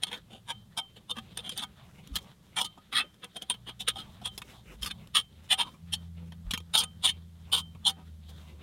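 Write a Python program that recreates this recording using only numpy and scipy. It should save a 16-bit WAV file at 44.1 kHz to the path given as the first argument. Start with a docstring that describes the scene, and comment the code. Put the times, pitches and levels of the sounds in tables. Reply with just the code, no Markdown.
"""Hangers sliding on a closet rod

Clothes are flipped through one by one in a small, well-damped closet.
Wire hooks stick and slip along a metal rod and hangers knock together: noisy forces excite damped modes.
The rod rings on faintly as two decaying mode tones, and swung garments thump as short low-pitched pulses.
Cloth rustles as shaped noise from tiny random slips; a faint two-partial hum swells in the second half.
An uneven low rumble and a thin, even hiss lie underneath."""
import sys
import numpy as np
from scipy import signal
from scipy.fft import rfft, irfft
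from scipy.io import wavfile
from scipy.ndimage import uniform_filter1d

SR = 44100
rng = np.random.default_rng(int(sys.argv[2]) if len(sys.argv) > 2 else 0)


def waveform_to_disk(signal):
    """Save audio, clipped to [-1, 1], as 16-bit WAV at the path in sys.argv[1]."""
    frames = np.transpose(np.atleast_2d(signal))
    scaled = np.clip(frames, -1, 1) * 32767
    samples = np.round(scaled).astype(np.int16)
    wavfile.write(sys.argv[1], SR, samples)


N = 380450

# Low hum, interpolated in time before its waver.
# Each row: time in seconds, pitch in Hz, fundamental level in dB, octave level in dB.
HUM_COURSE = [(0, 56.6, -78, -74), (.35, 56.4, -74, -60.5), (3.3, 60.2, -86, -89), (3.6, 60.37, -59, -58.5),
              (5.25, 60, -65.5, -63), (5.42, 82.8, -55, -76.5), (5.78, 83.4, -82, -75.5),
              (5.83, 84.3, -48, -48.5), (6.3, 83.75, -47.5, -49.5), (6.6, 83.86, -50.5, -57.5),
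              (7.4, 83.1, -50, -55), (8.0, 82.9, -54, -54.5), (8.12, 79.3, -47, -60),
              (8.63, 75.9, -51.5, -69)]
# Rumble of the house before its random swell. Each row: time in seconds, level in dB.
RUMBLE_LEVEL = [(0, -58.5), (1.2, -59), (1.7, -53), (2.2, -56.5), (3.1, -60.5), (4.3, -56.5), (8.63, -55.5)]
# Relative spectrum of the rumble. Each row: frequency in Hz, gain in dB.
RUMBLE_SPECTRUM = [(20, -12.5), (45, -5), (70, 3.5), (120, 1.5), (160, 3.5), (210, 2), (270, -18),
                   (400, -21.5), (800, -26), (2000, -41.5)]
# Relative spectrum of the hiss. Each row: frequency in Hz, gain in dB.
HISS_SPECTRUM = [(180, -25), (300, 0.5), (656, -10), (2000, -12.5), (2740, -14.5), (3190, -8),
                 (5610, -15.5), (12300, -16.5), (16000, -27.5)]

# Garments brushing past each other, before the overall cloth gain and flutter.
# Each row: centre in seconds, length in seconds, rustle level in dB, crisp treble level in dB.
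SWISHES = [(0.142, 0.034, -51, -78), (1.29, 0.06, -62, -76), (1.82, 0.062, -58, -84),
           (2.012, 0.08, -61, -72), (2.25, 0.05, -59, -73), (2.484, 0.058, -62, -80),
           (4.043, 0.073, -57, -81), (4.37, 0.032, -62.5, -66), (4.52, .055, -57.5, -66.5),
           (4.627, 0.024, -66, -75), (4.716, 0.038, -52, -61), (5.01, 0.027, -57.5, -83),
           (5.458, 0.1, -64.5, -82), (5.697, 0.05, -67, -71), (6.031, .035, -64, -73),
           (6.497, 0.031, -59, -79), (8.299, 0.014, -62, -62), (8.42, 0.1, -59.5, -72),
           (8.62, 0.017, -51, -81)]
# Relative spectrum of the rustle. Each row: frequency in Hz, gain in dB.
RUSTLE_SPECTRUM = [(150, -31), (250, -4), (686, -8.5), (1240, -10), (1760, -12.5), (2440, -13.5),
                   (3650, -9.5), (4730, -24), (8550, -30), (16000, -35.5)]
# Relative spectrum of the crisp treble. Each row: frequency in Hz, gain in dB.
CRISP_SPECTRUM = [(2500, -23.5), (5000, -0.5), (9000, -3), (16000, -10)]
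# Borders in Hz between the bands of a rustle that swell independently.
RUSTLE_BORDERS = [100, 600, 1200, 2000, 3000, 5000, 16000]
# Each sliding hanger drags its garment along; in between the clothes barely stir.
DRAG_S, DRAG_DB, STIR_DB = 0.071, -67, -75  # before the overall cloth gain and flutter

# Hangers knocking, before the small advance and gain in clicks().
# Each row: time in seconds, decay in seconds, level in dB, extra ring of the plastic in dB,
# extra ring of the wire hook in dB, extra treble in dB.
KNOCKS = [(0.036, 0.0028, -18.5, 3, 0.5, 0.5), (1.107, 0.0066, -36, -24, -7, -1),
          (1.374, 0.0054, -31.5, 4, 8.5, 1), (1.494, 0.0059, -28, -1, -3, -2.5),
          (1.577, 0.0056, -42, -11, 18.5, 12), (2.075, .0028, -49, -1, 2, 1.5),
          (2.157, 0.0068, -27, -2, -4, 4), (2.164, 0.0063, -25, 2, -8, 1.5),
          (2.187, 0.0035, -41.5, 3, -7, -1), (2.566, 0.016, -28, -1, 0, -21),
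          (3.144, 0.0023, -57, -1, -4, -4), (3.244, 0.0049, -44, -13, 11, 0),
          (3.367, 0.0041, -39, 3, 11, -4), (3.422, .006, -32, -19, -4, -5), (3.5, 0.0088, -23, 2.5, 8, -4),
          (3.519, 0.0026, -45, 2, 5, 1), (3.542, 0.011, -42.5, 0.5, -10, -11),
          (3.886, 0.0053, -25, -1, 10.5, 2.5), (4.259, 0.0059, -40.5, 8, 14, 3),
          (4.379, 0.0075, -37.5, 3, -1, 5.5), (4.419, 0.0058, -40.5, 11, -3, -3.5),
          (4.831, 0.0067, -27.5, -1.5, -14, -0.5), (4.847, 0.0053, -53, 14, 8, 15),
          (5.074, 0.0025, -51, 0, -4, -1.5), (5.739, 0.019, -70, 11, -1.5, -2),
          (6.322, 0.008, -49.5, 4.5, -6, -6.5), (6.51, 0.0094, -26, 2.5, -20, 0),
          (6.537, .01, -26.5, 7.5, -11, 0), (6.577, 0.0044, -33.5, 9.5, -9, 2),
          (6.604, 0.0055, -49, 1, -7, -6), (6.838, 0.0042, -33, 2, 12.5, 5.5),
          (7.75, 0.012, -64.5, 9, -4, -8.5)]
# Hooks sliding, before the small advance in scrapes().
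# Each row: time of fastest slide in seconds, rise in seconds, fall in seconds, level in dB,
# extra ring of the hanger's body in dB, of its arms in dB, extra treble in dB, mean body pitch in Hz.
SLIDES = [(.038, 0.0098, 0.011, -33.5, -5, 3, 3, 755), (.08, 0.0095, .014, -41, -6, -3, -2, 950),
          (.134, 0.014, 0.023, -37.5, 0, 7.5, -2.5, 890), (0.33, 0.02, 0.051, -53, -3.5, -3, 1, 755),
          (0.51, .022, .013, -35, 5.5, 5.5, 1, 930), (.781, 0.0053, 0.017, -30, 5.5, 1.5, 4.5, 900),
          (0.968, 0.0051, 0.02, -52, -11, -1, 0.5, 800), (1.118, 0.016, 0.0066, -30, -2, -11, -8.5, 1050),
          (1.19, 0.022, .011, -43, 4.5, 7.5, 1.5, 1144), (1.399, 0.025, 0.013, -41.5, -8, 0, -2, 756),
          (1.47, 0.027, 0.027, -41, -6.5, -5, -6, 706), (1.52, 0.0049, 0.023, -43.5, -15, -3, 4, 725),
          (1.591, 0.023, 0.025, -36, -5, -1.5, 0, 720), (1.641, .018, 0.0092, -35.5, 4, 0.5, 2, 876),
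          (2.173, 0.022, 0.0065, -43, 1.5, 1, 11, 1220), (2.582, .012, 0.018, -31.5, 7.5, 10, 6, 1330),
          (2.626, 0.027, 0.011, -28, 4, -9, 3, 955), (2.653, 0.0048, 0.013, -34, -1, -7, 5.5, 890),
          (2.782, 0.0051, 0.01, -65.5, 9.5, 2, 11, 930), (2.935, 0.0077, 0.02, -37, 4.5, 9, 1, 1240),
          (2.985, 0.028, 0.021, -24.5, 4, 10, -1, 1220), (3.005, 0.0064, .02, -34.5, 6, 17.5, -10, 1300),
          (3.249, 0.015, 0.0077, -44, -0.5, 7.5, -4, 1264), (3.37, .013, 0.014, -41, -3, -4, -2, 700),
          (3.427, .007, 0.012, -46, -3, 0, 3, 660), (3.507, 0.0078, 0.016, -36, 5.5, 1, -6, 980),
          (3.694, 0.02, 0.019, -41, -2, 1, -2, 1080), (3.811, .009, .018, -35.5, -8.5, -1.5, 2, 830),
          (3.886, 0.0076, 0.02, -25.5, 2, 7, -2, 1145), (3.969, .009, 0.0099, -40.5, 5, -8, -2, 810),
          (3.999, .016, 0.021, -40, -2.5, -8, -1.5, 1300), (4.223, 0.0082, 0.018, -57, 4.5, -4, 7, 755),
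          (4.266, .016, .018, -32.5, -3.5, -3, -2, 1050), (4.834, 0.011, 0.028, -43.5, -6, 0, 12, 1220),
          (4.867, .005, .019, -39.5, 4.5, 9.5, 15.5, 1180),
          (4.914, 0.0092, 0.0074, -35, -6.5, 6.5, -2.5, 1270),
          (5.166, .012, 0.03, -20.5, 4.5, 4.5, 0, 1260), (5.527, .016, 0.016, -19.5, 1.5, 7, -3, 1220),
          (5.608, .017, 0.021, -25, 6.5, 5, -4, 923), (5.675, 0.024, 0.024, -54.5, 6.5, -2, 3, 1030),
          (5.943, 0.011, .012, -27.5, -7.5, 0, 4.5, 1180), (6.226, .04, 0.034, -86, 3.5, 8.5, -5, 1210),
          (6.75, 0.0076, 0.025, -21, 5.5, 0.5, 0.5, 1260), (6.786, .009, .027, -22.5, -1, -11, 7, 1201),
          (6.831, 0.023, 0.017, -38.5, 2, 6, -2, 1450), (7.062, .018, 0.013, -20, 0.5, -1, 1, 935),
          (7.095, 0.022, 0.016, -25.5, -12, 2, -1.5, 1000), (7.533, 0.0074, 0.041, -22, 0, -5, -0.5, 920),
          (7.581, 0.0019, 0.023, -33.5, 2.5, -1, 6.5, 1080), (7.874, 0.013, 0.016, -19.5, 0, -14, -3, 940),
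          (7.902, 0.018, 0.012, -31, 0, -5, 4, 960), (7.99, 0.017, 0.039, -74, 6.5, 5, 0, 934)]
# Modes of a hanger on the rod, before random scatter and the register balance.
# Each row: frequency in Hz, bandwidth in Hz, gain in dB.
HANGER_MODES = [(205, 42, -9.5), (489, 28, -18.5), (771.5, 16, -14.5), (867, 50, -13.5), (1247, 17, -12),
                (1490, 23, -18), (1730, 73, -17), (1890, 380, -19.5), (2212, 37, -12.5), (2400, 70, -15.5),
                (2614, 77, -11.5), (3003, 160, -4.5), (3164, 29, 4.5), (3362, 110, -0.5), (3620, 70, -0.5),
                (3790, 140, -13), (3930, 38, -16), (4388, 43, -10), (5146, 260, -12.5), (5900, 110, -19.5),
                (6700, 70, -15.5), (8550, 42, -18.5), (8973, 130, -5.5), (9005, 110, -3), (9600, 70, -16.5),
                (10430, 560, -22)]
# Relative spectrum of bare contact noise between the modes. Each row: frequency in Hz, gain in dB.
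CONTACT_SPECTRUM = [(60, -37), (200, -27.5), (400, -29.5), (650, -27), (1000, -15), (2200, -24.5),
                    (3500, -6.5), (5000, -21.5), (7500, -21), (9000, -28.5), (10500, -18), (13000, -28.5),
                    (16000, -35)]
# Borders in Hz between a hanger's registers: thud, body, arm, hook, grit, wire, fizz.
REGISTER_BORDERS = [600, 1500, 2800, 4300, 8400, 9700]
# A light touch sounds dull and a hard one bright. Rows: thud, body, arm, grit, wire, fizz.
# Each row: level against the hook register at the usual strength in dB, gain in dB per dB of extra strength.
SLIDE_BALANCE = [(-20.5, -0.93), (-11.5, -0.47), (-13.5, -0.28), (-14, 0.017), (-12.5, 0.26),
                 (-18.5, 0.042)]
# The same for knocks.
# Each row: level against the hook register at the usual strength in dB, gain in dB per dB of extra strength.
KNOCK_BALANCE = [(-16.5, -0.87), (-16.5, -0.47), (-12, -0.25), (-8, -0.27), (-8.5, 0.15), (-10, -0.28)]
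USUAL_DB = -30
WIRE_SHARE = 0.45  # of a slide's extra treble, the part that reaches the wire's ring

# Soft thumps of swung garments and bumped hangers.
# Each row: centre in seconds, pitch in Hz, length in seconds, level in dB.
THUMP_PULSES = [(.134, 480, 0.011, -48.5), (1.188, 225, 0.017, -43), (2.113, 273, .019, -50.5),
                (2.131, 54, 0.016, -36.5), (2.167, 62, 0.018, -46), (3.886, 480, 0.0055, -39),
                (4.739, 49.7, 0.063, -52), (4.832, 52, 0.018, -39.5), (4.876, 90, 0.023, -49.5),
                (6.482, 44, .024, -35), (6.54, 197, 0.0042, -32.5)]

# The rod's pair of long modes, one for each bending direction.
# Each row: frequency in Hz, 60 dB decay time in seconds, relative level in dB.
ROD_MODES = [(3120, 0.28, 5.5), (3080, .22, -2.5)]
# The rod ringing on as a hook lets go. Each row: start in seconds, level in dB before the mode levels.
ROD_RINGS = [(0.507, -48), (0.791, -44), (2.629, -45), (2.998, -48), (3.886, -54), (4.272, -48),
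             (5.178, -48.5), (5.61, -50), (5.953, -57), (6.809, -43), (7.068, -49.5), (7.562, -38),
             (7.879, -52)]

TOP_HZ = 15900
SIZE = 16384  # samples in one short sound
TIME = np.arange(N) / SR
LOCAL = (np.arange(SIZE) - SIZE // 2) / SR  # seconds from the middle of a short sound
FREQ = np.fft.rfftfreq(SIZE, 1 / SR)


def undb(db):
    """Amplitude gain is the antilogarithm of a level in decibels."""
    return 10 ** (np.asarray(db) / 20)


def colour(points, freq):
    """A spectrum is drawn by joining (Hz, dB) points on a logarithmic frequency axis."""
    hz, db = np.transpose(points)
    return undb(np.interp(np.log(freq + 1), np.log(hz), db))


def shaped(x, points):
    """Linear filtering: a signal takes on a given spectrum, here at unit rms."""
    gain = colour(points, np.fft.rfftfreq(N, 1 / SR))
    y = irfft(rfft(x) * gain, N)
    return y / y.std()


def curves(table):
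    """Linear interpolation in time turns the columns of a table into curves, sample by sample."""
    s, *columns = np.transpose(table)
    return [np.interp(TIME, s, c) for c in columns]


def walk(rate):
    """Band-limited fluctuation: random points, rate a second, joined by lines; spread near 1."""
    return 1.2 * np.interp(TIME * rate, np.arange(4096), rng.standard_normal(4096))


def add(out, s, sound):
    """Superposition: mix in a short sound whose middle falls at time s."""
    start = int(s * SR) - SIZE // 2
    lo, hi = max(start, 0), min(start + SIZE, N)
    out[lo:hi] += sound[lo - start:hi - start]


def slips(size, rate, spread_db):
    """Friction as shot noise: tiny random slips, rate a second, of uneven strength; unit rms."""
    happens = rng.random(size) < rate / SR
    strength = undb(spread_db * rng.standard_normal(size))
    x = happens * strength * rng.choice([-1, 1], size)
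    return x / x.std()


def hum(waver_db=1.75):
    """Harmonic tone: a fundamental and its octave share one phase, wavering in pitch and level."""
    hz, first_db, second_db = curves(HUM_COURSE)
    phase = 2 * np.pi * np.cumsum(hz + .5 * walk(21)) / SR
    fundamental = undb(first_db + waver_db * walk(13)) * np.sin(phase)
    octave = undb(second_db + waver_db * walk(7.7)) * np.sin(2 * phase)
    return np.sqrt(2) * (fundamental + octave)


def house(swell_db=2.5, air_db=-70.5):
    """Filtered noise: an uneven low rumble under a thin, even hiss."""
    level_db, = curves(RUMBLE_LEVEL)
    rumble = shaped(rng.standard_normal(N), RUMBLE_SPECTRUM) * undb(level_db + swell_db * walk(7.4))
    hiss = undb(air_db) * shaped(rng.standard_normal(N), HISS_SPECTRUM)
    return rumble + hiss


def swells(rows):
    """Incoherent sources add in power: soft Gaussian swells from (s, length s, level dB)."""
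    power = np.zeros(N)
    for s, length, db in rows:
        add(power, s, undb(db) ** 2 * np.exp(-(LOCAL / length) ** 2))
    return power


def patchy(x, depth_db, rate):
    """Independent band modulation: each band swells and fades alone, so the colour keeps shifting."""
    spectrum = rfft(x)
    band = np.searchsorted(RUSTLE_BORDERS, np.fft.rfftfreq(N, 1 / SR))
    # band 0, below the lowest border, is left out
    return sum(irfft(spectrum * (band == k), N) * undb(depth_db * walk(rate))
               for k in range(1, len(RUSTLE_BORDERS)))


def cloth(gain_db=-0.94, flutter_db=2.3, snag_db=-9.5):
    """Fibre friction: uneven brushing in soft swells, with a tiny tick now and then as a fibre snags."""
    drags = [(s, DRAG_S, DRAG_DB) for s, *_ in SLIDES]
    brushes = [(s, length, db) for s, length, db, _ in SWISHES]
    crisp_brushes = [(s, length, db) for s, length, _, db in SWISHES]
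    rustle_level = np.sqrt(undb(STIR_DB) ** 2 + swells(drags) + swells(brushes))
    crisp_level = np.sqrt(swells(crisp_brushes))
    fibres = slips(N, 11000, 3.5) + undb(snag_db) * slips(N, 27, 2.0)
    rustle = rustle_level * patchy(shaped(fibres, RUSTLE_SPECTRUM), depth_db=3.5, rate=22)
    crisp = crisp_level * shaped(slips(N, 6000, 3.5), CRISP_SPECTRUM)
    return (rustle + crisp) * undb(gain_db + flutter_db * walk(40))


def balance(rule, db, body_db, arm_db, wire_db, treble_db):
    """Spectral balance follows a contact's strength, how freely each part rings and how sharp the touch is."""
    usual_db, growth = np.transpose(rule)
    extra_db = np.array([0, body_db, arm_db, treble_db, wire_db, treble_db])
    return usual_db + growth * (db - USUAL_DB) + extra_db


def hanger(force, envelope, tint, body_hz, contact_db, smear_t60):
    """Modal superposition: a contact force drives damped resonances, scattered afresh at each contact."""
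    detune, scatter_db = 0.0062, 4.5  # relative spread of pitch, spread of mode gain
    body_mode = (body_hz, 105, -6.0)  # Hz, bandwidth Hz, dB
    hz, width, db = np.transpose(HANGER_MODES + [body_mode])[:, :, None]
    chance = rng.standard_normal((len(hz), 3, 1))
    pitch = hz + detune * np.minimum(hz, 2500) * chance[:, 0]
    gain = undb(db + scatter_db * chance[:, 1]) * np.sign(chance[:, 2])
    damping = 1j * FREQ * width
    modes = (gain * damping / (pitch ** 2 - FREQ ** 2 + damping)).sum(0)
    # countless weak, short modes smear every slip over a few milliseconds
    smear = rng.standard_normal(SIZE) * undb(-60 * TIME[:SIZE] / smear_t60)
    contact = rfft(smear / np.linalg.norm(smear)) * colour(CONTACT_SPECTRUM, FREQ)
    spectrum = rfft(force) * (modes + undb(contact_db) * contact)
    # each register gets its share of the energy, with the hook at 0 dB
    register = np.searchsorted(REGISTER_BORDERS, FREQ)
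    energy = 2 * np.bincount(register, abs(spectrum) ** 2) / SIZE
    target_db = np.array([*tint[:3], 0, *tint[3:]])
    trim_db = target_db + 10 * np.log10(np.sum(envelope ** 2) / energy)
    # averaging over 120 frequency bins softens the steps between registers
    return irfft(spectrum * undb(uniform_filter1d(trim_db[register], size=120)))


def clicks(blow=3.5, chatter=0.78, gain_db=-0.5):
    """Impact excitation: a sharp blow, then a few milliseconds of chatter between the touching parts."""
    out = np.zeros(N)
    for s, decay, db, plastic_db, wire_db, treble_db in KNOCKS:
        fade = (LOCAL >= 0) * np.exp(-abs(LOCAL) / decay)
        # the chatter force dies faster than the envelope that sets the energy
        force = blow * (LOCAL == 0) + fade ** (1 / chatter) * slips(SIZE, 5000, 1.6)
        tint = balance(KNOCK_BALANCE, db, plastic_db, plastic_db, wire_db, treble_db)
        knock = hanger(force, fade, tint, body_hz=1030, contact_db=7.5, smear_t60=0.0065)
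        add(out, s - .001, undb(db + gain_db) * knock)
    return out


def scrapes(rate=1700, spread_db=4.5, roundness=2.06, lead_s=.0045):
    """Stick-slip friction: a hook speeds up and stops, sticking and slipping on the rod all the way."""
    out = np.zeros(N)
    for s, rise, fall, db, body_db, arm_db, treble_db, body_hz in SLIDES:
        speed = np.exp(-(abs(LOCAL) / np.where(LOCAL < 0, rise, fall)) ** roundness)
        force = speed * slips(SIZE, rate, spread_db)
        tint = balance(SLIDE_BALANCE, db, body_db, arm_db, WIRE_SHARE * treble_db, treble_db)
        slide = hanger(force, speed, tint, body_hz, contact_db=-1.0, smear_t60=0.024)
        # the force runs a little ahead of the ringing that it builds up
        add(out, s - lead_s, undb(db) * slide)
    return out


def closet(x, wet_db=-16.5, t60=0.041):
    """Reverberation in a damped space: near walls answer at once and the clothes soak up the rest."""
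    age = TIME[:SIZE]
    tail = rng.standard_normal(SIZE) * (age > .002) * undb(-60 * age / t60)
    return x + undb(wet_db) * signal.fftconvolve(x, tail / np.linalg.norm(tail))[:N]


def thumps():
    """Displacement of air: a swung garment or bumped hanger gives a short Gaussian pulse of slow cycles."""
    out = np.zeros(N)
    for s, hz, length, db in THUMP_PULSES:
        swing = np.exp(-(LOCAL / length) ** 2) * np.cos(2 * np.pi * hz * LOCAL)
        add(out, s, -np.sqrt(2) * undb(db) * swing)
    return out


def rod(build_s=0.0095):
    """Beating of close modes: the rod's long modes build up quickly, then die with a rapid, shallow flutter."""
    out = np.zeros(N)
    for s, db in ROD_RINGS:
        start = int(s * SR)
        age = TIME[:min(SR // 2, N - start)]
        ring = sum(undb(mode_db - 60 * age / t60) * np.sin(2 * np.pi * hz * age)
                   for hz, t60, mode_db in ROD_MODES)
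        out[start:start + len(age)] += undb(db) * (1 - np.exp(-age / build_s)) * ring
    return out


def scene():
    """Superposition of hangers in the closet, rod, garments and background; only hangers get the closet's tail."""
    hangers = closet(scrapes() + clicks())
    return (hangers + rod() + thumps() + cloth() + hum() + house())[None]


def record(dry):
    """Band limiting: the recorder cuts the top with a steep elliptic low-pass."""
    low_pass = signal.ellip(10, .2, 70, TOP_HZ, fs=SR, output="sos")
    return signal.sosfilt(low_pass, dry)


dry = scene()
out = record(dry)
waveform_to_disk(out)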